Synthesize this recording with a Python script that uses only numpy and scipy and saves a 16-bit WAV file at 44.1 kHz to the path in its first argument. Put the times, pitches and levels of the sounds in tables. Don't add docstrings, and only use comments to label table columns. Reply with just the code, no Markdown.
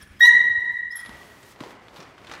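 import sys
import numpy as np
from scipy import signal
from scipy.fft import rfft, irfft
from scipy.io import wavfile
from scipy.ndimage import uniform_filter1d

SR = 44100
rng = np.random.default_rng(int(sys.argv[2]) if len(sys.argv) > 2 else 0)


def master(y):
    cut = np.clip(np.atleast_2d(y).T, -1, 1)
    pcm = np.round(cut * 32767)
    wavfile.write(sys.argv[1], SR, pcm.astype(np.int16))


def attenuation_scalar(level_db):
    decades = np.asarray(level_db, float) / 20
    return 10 ** decades


N = 105840

# [f/Hz, level/dB]
AIR_COLOUR = [(20, -36), (45, -1.5), (90, -4.5), (250, -8.5), (700, -23), (2200, -16.5), (4500, -32.5),
              (15800, -42)]
AIR_DB = -57
# [t/s, level/dB]
STIR = [(0, 7), (.12, 0.5), (.25, -2.5), (.4, 3), (.7, 0.5), (.86, -3), (1.1, 3), (1.6, -3), (2.4, 0)]
OLD_YAP_HZ, OLD_YAP_WIDTH_HZ, OLD_YAP_DB, OLD_YAP_T60_S = 1720, 75, -50, 0.5

# [t/s, level/dB]
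SWISH = [(0, -61.5), (.15, -76.5), (.4, -69), (.8, -67.5), (.86, -94.5), (.92, -80), (1.1, -63),
         (1.22, -59), (1.38, -61), (1.52, -55), (1.56, -71), (1.72, -60.5), (1.8, -104), (1.97, -59),
         (2.07, -76.5), (2.18, -92), (2.3, -70), (2.4, -66.5)]
# [f/Hz, level/dB]
PILE_COLOUR = [(1500, -2.5), (4000, -1), (9000, -4.5), (15800, -9)]
CLAW_S, CLAW_DB = .403, -47

# [t/s, peak level/dB, pitch f/Hz, time to fall 60 dB/s]
THUDS = [(0.022, -50.5, 61.8, 0.21), (0.101, -40.5, 58.4, 0.08), (0.339, -53.5, 202, .25),
         (0.498, -52, 71.5, 0.21), (0.572, -49.5, 84.7, 0.17), (1.087, -53.5, 224, 0.62),
         (1.43, -58.5, 109, 0.23), (1.606, -45.5, 289, 0.74), (1.606, -49, 139, 0.16),
         (1.661, -52, 400.6, 0.34), (1.987, -53, 176, 0.2), (2.305, -56.5, 276, 0.21)]
# [t/s, level/dB]
SCUFF = [
    (.22, -88.5),
    (.33, -51),
    (.62, -55.5),
    (.8, -66.5),
    (1.0, -74.5),
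    (1.2, -88),
]
PUSH, PUSH_S, THUD_RISE_S = 1.5, .005, 0.0035

# [t/s, level/dB]
DRAG = [(.9, -104.5), (1.05, -59.5), (1.12, -50), (1.35, -55), (1.58, -54.5), (1.63, -42), (1.8, -57.5),
        (2.02, -46.5), (2.15, -58.5), (2.33, -46.5), (2.4, -51.5)]
# [f/Hz, level/dB]
RUSTLE_COLOUR = [(80, -14.5), (150, -11), (330, -7), (1100, -9), (2300, -20), (5000, -24.5), (15800, -47.5)]
GRAINS_PER_S, GRAIN_SPREAD_DB = 2300, 2.5

# [t/s, peak level/dB, pitch f/Hz, time to fall 60 dB/s]
SNAPS = [(1.0502, -36, 2500, 0.048), (1.0607, -28.5, 3650, 0.085), (1.0934, -32.5, 1180, 0.055),
         (1.2313, -36.5, 3120, 0.084), (1.4299, -40.5, 7900, 0.049), (1.5231, -39, 1110, 0.073),
         (1.5611, -38, 1286, 0.048), (1.5994, -45.5, 1160, 0.042), (1.6056, -26, 1290, 0.04),
         (1.637, -27.5, 1140, 0.082), (1.3004, -48, 2085, 0.031), (1.665, -44.5, 982, 0.044),
         (1.7068, -39, 1120, 0.089), (1.8835, -36, 3470, 0.048), (1.9612, -35.5, 4030, .08),
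         (1.9682, -34, 1330, 0.14), (2.003, -30.5, 5500, 0.096), (2.027, -39, 5500, 0.075),
         (2.181, -35.5, 860, 0.14), (2.2472, -37.5, 2430, .035), (2.2703, -33, 3390, 0.082),
         (2.2969, -34, 1680, 0.1), (2.3142, -26.5, 1280, 0.075), (2.322, -33.5, 6000, 0.055),
         (2.3375, -27, 1640, .08), (2.3514, -32.5, 1200, 0.085), (2.376, -36.5, 1730, 0.068)]
# [f/Hz, level/dB]
PAPER_COLOUR = [(200, -53), (600, 5.5), (1300, 2.5), (3500, -0.5), (7000, -13), (15800, -32)]
SNAP_RISE_S, SNAP_RING = .0006, 0.66
TICK, TICK_S = .9, .002

# [start t/s, length/s, from f/Hz, to f/Hz, level/dB]
WHISTLES = [(.011, 0.022, 5830, 5070, -50), (.017, 0.025, 9820, 9560, -53.5),
            (.024, 0.0065, 12350, 10540, -54), (.15, 0.053, 5050, 5050, -67.5),
            (.194, 0.03, 12870, 13100, -44), (.26, 0.052, 6080, 6790, -42), (.902, .042, 4956, 5500, -46.5),
            (.905, .036, 9880, 11540, -61.5), (.986, 0.029, 15360, 15200, -60.5),
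            (.956, 0.027, 5630, 5380, -49), (.984, 0.03, 5300, 5130, -51), (.85, 0.0086, 6320, 5500, -68.5)]
WHISTLE_FLUTTER = .45
# [t/s, pitch f/Hz, level/dB]
SQUEAK = [(.953, 11120, -79), (.959, 11270, -39), (0.968, 11000, -35), (.976, 11120, -35.5),
          (.984, 11100, -49.5), (0.992, 9920, -51.5), (1.004, 9570, -46), (1.013, 9500, -65)]
# [start t/s, length/s, level/dB]
SNIFFS = [
    (.0, 0.057, -52.5),
    (.19, 0.02, -45.5),
    (0.215, 0.031, -39.5),
    (0.901, 0.072, -56.5),
    (0.942, 0.11, -47.5),
    (1.06, 0.3, -60),
]
# [f/Hz, width/Hz, level/dB]
NOSTRILS = [(1430, 680, 10), (3280, 97, 14), (5500, 520, -14.5), (11500, 830, -21.5)]

# [t/s, pitch f/Hz, level/dB, overtone level/dB, break-up level/dB]
YAP = [
    (0.201, 1740, -54.5, -26, -45.5),
    (0.209, 1857, -7.5, -23, -45.5),
    (0.212, 1898, -12, -17.5, -33.5),
    (0.236, 1901, -7, -12.5, -17),
    (0.245, 1909, -7.5, -17.5, -14.5),
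    (0.257, 1950, -12.5, -8, -5.5),
    (0.279, 2032, -22.5, -18, -7.5),
    (0.292, 1825, -10, -37.5, -21),
    (0.301, 1720, -55.5, -38, -24.5),
]
# [multiple of the pitch, level/dB, share of the break-up it follows]
OVERTONES = [(2, 3, 0), (3, -12, 0), (4, -26, .5), (5, -24, .05), (6, -35, .2), (7, -30, .1)]
SHAKE = .25
HALF_DB, THREE_HALF_DB = -14, -21
# [f/Hz, level/dB]
RASP_COLOUR = [(2590, -59), (4400, -33.5), (5940, 1.5), (6920, -10), (12500, -8.5), (15500, -22)]
RASP_S, RASP_RISE_S, RASP_FALL_S, RASP_PEAK_DB = .272, .036, 0.028, -37.5
# [f/Hz, level/dB]
YAP_COLOUR = [(650, -30), (880, 0), (21000, 0)]

# [f/Hz, time to fall 60 dB/s]
ROOM_T60 = [(100, 2.4), (500, 1.3), (1000, 2.01), (1900, 1.985), (3800, 1.14), (6000, 0.9), (11000, 0.59),
            (16000, 0.58)]
# [delay t/s, level/dB]
ECHOES = [(.005, -26), (0.046, -14.5), (.066, -15.5), (.088, -7.5), (0.147, -19), (.212, -22)]
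# [delay t/s, level/dB]
HALL = [(0, 1.5), (.2, -3), (.27, -4.5), (.41, -0.5), (.5, 3), (.75, 1), (.95, -1), (1.08, 0.5), (1.15, 6)]
# [f/Hz, level/dB]
WALLS = [(20, 3), (1000, -7), (1880, -5.5), (1960, -1.5), (3900, -11), (6200, -12), (7800, -8),
         (20000, -24.5)]
FAR_WALL_S, BUILD_S = 0.016, 0.027
SAG_DB = 12.5
WET_DB, NOSE_WET_DB, BAG_WET_DB = 1, 1, -1.5

THIN_FROM_HZ, THIN_TO_HZ, THIN_DB = 2290, 2680, -33
KNEE = 1.2


def evened(x):
    return x / np.sqrt(np.mean(x ** 2) + 1e-20)


def colour(x, points):
    f, level = np.transpose(points)
    hz = np.fft.rfftfreq(len(x), 1 / SR)
    gain = attenuation_scalar(np.interp(np.log(hz + 1), np.log(f + 1), level, -90, -90))
    return irfft(rfft(x) * gain, len(x))


def add(mix, s, sound):
    part = mix[round(max(s, 0) * SR):][:len(sound)]
    part += sound[:len(part)]


def resonate(x, hz, width):
    r = np.exp(-np.pi * width / SR)
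    return 2 * signal.lfilter([1 - r], [1, -r * np.exp(2j * np.pi * hz / SR)], x).real


def follow(curve):
    s, level = np.transpose(curve)
    return attenuation_scalar(np.interp(np.arange(N) / SR, s, level, -120))


def air():
    z, t = rng.standard_normal((3, N)), np.arange(N) / SR
    ring = resonate(z[1], OLD_YAP_HZ, OLD_YAP_WIDTH_HZ)
    ring = evened(resonate(ring, OLD_YAP_HZ, OLD_YAP_WIDTH_HZ))
    lumps = follow(STIR) * attenuation_scalar(2.8 * evened(uniform_filter1d(z[2], size=3000)))
    tone = attenuation_scalar(AIR_DB) * lumps * evened(colour(z[0], AIR_COLOUR))
    return tone + attenuation_scalar(OLD_YAP_DB - 60 * t / OLD_YAP_T60_S) * ring


def swish():
    out = follow(SWISH) * evened(colour(rng.standard_normal(N), PILE_COLOUR))
    fade = attenuation_scalar(CLAW_DB - 60 * np.arange(400) / SR / .006)
    add(out, CLAW_S, fade * np.diff(rng.standard_normal(401)))
    return out


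def paws():
    out, t = np.zeros(N), np.arange(8000) / SR
    for (s, db, hz, t60), noise in zip(THUDS, rng.standard_normal((len(THUDS), 8000))):
        shove = noise + PUSH * np.exp(-t / PUSH_S) * np.sin(2 * np.pi * hz * t)
        thud = resonate(shove, hz, 0.52 * hz)
        thud = evened(resonate(thud, hz, 0.52 * hz))
        add(out, s, attenuation_scalar(db - 60 * t / t60) * np.minimum(t / THUD_RISE_S, 1) * thud)
    scuff_colour = [(120, -1), (300, 1), (800, -0.5), (3000, -29.5)]  # f/Hz, level/dB
    return out + follow(SCUFF) * evened(colour(rng.standard_normal(N), scuff_colour))


def rustle():
    strength = attenuation_scalar(GRAIN_SPREAD_DB * np.minimum(rng.exponential(1, N), 5))
    grains = strength * (rng.random(N) < GRAINS_PER_S / SR)
    grains = grains * rng.choice([-1., 1.], N)
    return follow(DRAG) * evened(colour(grains, RUSTLE_COLOUR))


def snaps():
    out, t = np.zeros(N), np.arange(4096) / SR
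    for (s, db, hz, t60), z in zip(SNAPS, rng.standard_normal((len(SNAPS), 2, 4096))):
        clicks = evened(colour(z[0] * abs(z[1]), PAPER_COLOUR))
        clicks = clicks + SNAP_RING * evened(resonate(clicks, hz, 500 + 0.04 * hz))
        fade = attenuation_scalar(-60 * t / t60) + TICK * np.exp(-t / TICK_S)
        clicks = np.minimum(t / SNAP_RISE_S, 1) * fade * clicks
        add(out, s - SNAP_RISE_S, attenuation_scalar(db) * clicks / abs(clicks).max())
    return out


def nose():
    out, puffs = np.zeros(N), np.zeros(N)
    for s, length, hz0, hz1, db in WHISTLES:
        u = np.arange(0, 1, 1 / (length * SR))
        tone = np.sin(2 * np.pi * np.cumsum(hz0 + (hz1 - hz0) * u) / SR)
        add(out, s, attenuation_scalar(db) * 1.32 * np.sin(np.pi * u) ** 1.4 * tone)
    s, hz, level = np.transpose(SQUEAK)
    t = np.arange(s[0], s[-1], 1 / SR)
    squeak = np.sin(2 * np.pi * np.cumsum(np.interp(t, s, hz)) / SR)
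    add(out, s[0], attenuation_scalar(np.interp(t, s, level)) * np.sqrt(2) * squeak)
    flutter = evened(uniform_filter1d(rng.standard_normal(N), size=90))
    out = out * (1 + WHISTLE_FLUTTER * flutter)
    for s, length, db in SNIFFS:
        add(puffs, s, attenuation_scalar(db) * np.sin(np.pi * np.arange(0, 1, 1 / (length * SR))))
    breath = rng.standard_normal(N)
    hiss = sum(attenuation_scalar(db) * resonate(breath, hz, width) for hz, width, db in NOSTRILS)
    return out + puffs * evened(hiss)


def yap():
    rows = np.transpose(YAP)
    t = np.arange(rows[0, 0], rows[0, -1], 1 / SR)
    curves = (uniform_filter1d(np.interp(t, rows[0], col), size=151) for col in rows[1:])
    hz, level, over, broken = curves
    noise = rng.standard_normal((2, 8192))
    phase = 2 * np.pi * np.cumsum(hz) / SR
    wobble = evened(uniform_filter1d(noise[0], size=60))[:len(t)]
    shake = SHAKE * attenuation_scalar(broken + 3.5) * wobble
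    overtones = sum(attenuation_scalar(db + share * (broken + 4)) * np.cos(k * phase + (k - 1) * shake)
                    for k, db, share in OVERTONES)
    voice = np.sin(phase) - attenuation_scalar(over) * overtones
    half_tones = attenuation_scalar(HALF_DB) * np.sin(phase / 2)
    half_tones += attenuation_scalar(THREE_HALF_DB) * np.sin(3 * phase / 2 + 8 * shake)
    voice += attenuation_scalar(broken) * half_tones
    u = t[0] + np.arange(8192) / SR - RASP_S
    rush = np.exp(-(u / np.where(u < 0, RASP_RISE_S, RASP_FALL_S)) ** 2)
    rasp = attenuation_scalar(RASP_PEAK_DB) * rush * evened(colour(noise[1], RASP_COLOUR))
    out = np.zeros(N)
    add(out, t[0], attenuation_scalar(level) * np.sqrt(2) * voice)
    add(out, t[0], rasp)
    return colour(out, YAP_COLOUR)


def room(x):
    size = 2 * SR
    taps = np.zeros(size)
    at = np.arange(400, size - 20, 20) + rng.integers(0, 20, (size - 401) // 20)
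    taps[at] = rng.choice([-1., 1.], len(at))
    hz, t, z = signal.stft(taps, SR, nperseg=256)
    f, t60 = np.transpose(ROOM_T60)
    ring_s = np.interp(np.log(hz + 1), np.log(f), t60)[:, None]
    swell = np.interp(t, *np.transpose(HALL))
    fade = attenuation_scalar(-60 * t / ring_s - SAG_DB * t ** 2 + swell)
    tail = signal.istft(z * fade, SR, nperseg=256)[1]
    tail = tail * np.clip((np.arange(len(tail)) / SR - FAR_WALL_S) / BUILD_S, .08, 1)
    tail = tail / np.linalg.norm(tail)
    for s, db in ECHOES:
        add(tail, s, attenuation_scalar(np.array([db - WET_DB])))
    return colour(signal.fftconvolve(x, tail), WALLS)[:N]


def thinned(x):
    hz, t, z = signal.stft(x, SR, nperseg=1024, noverlap=768)
    band = (hz > THIN_FROM_HZ) & (hz < THIN_TO_HZ)
    power = uniform_filter1d(abs(z) ** 2, size=5, axis=-1)
    faint = power[:, band].sum(1) < power.sum(1) * attenuation_scalar(2 * THIN_DB)
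    gain = 1 - .93 * band[:, None] * faint[:, None]
    return signal.istft(z * gain, SR, nperseg=1024, noverlap=768)[1][:, :N]


def scene():
    voice, whistle, bag = yap(), nose(), snaps() + rustle()
    wet = room(attenuation_scalar(WET_DB) * voice + attenuation_scalar(NOSE_WET_DB) * whistle + attenuation_scalar(BAG_WET_DB) * bag)
    return (voice + whistle + bag + wet + paws() + air() + swish())[None]


def band_limit(x):
    return signal.sosfilt(signal.butter(12, 15740, fs=SR, output="sos"), x)


def record(dry):
    cut = signal.sosfilt(signal.butter(2, 35, "high", fs=SR, output="sos"), dry)
    squashed = cut / (1 + (cut / KNEE) ** 4) ** 0.063
    return band_limit(thinned(squashed))


dry = scene()
out = record(dry)
master(out)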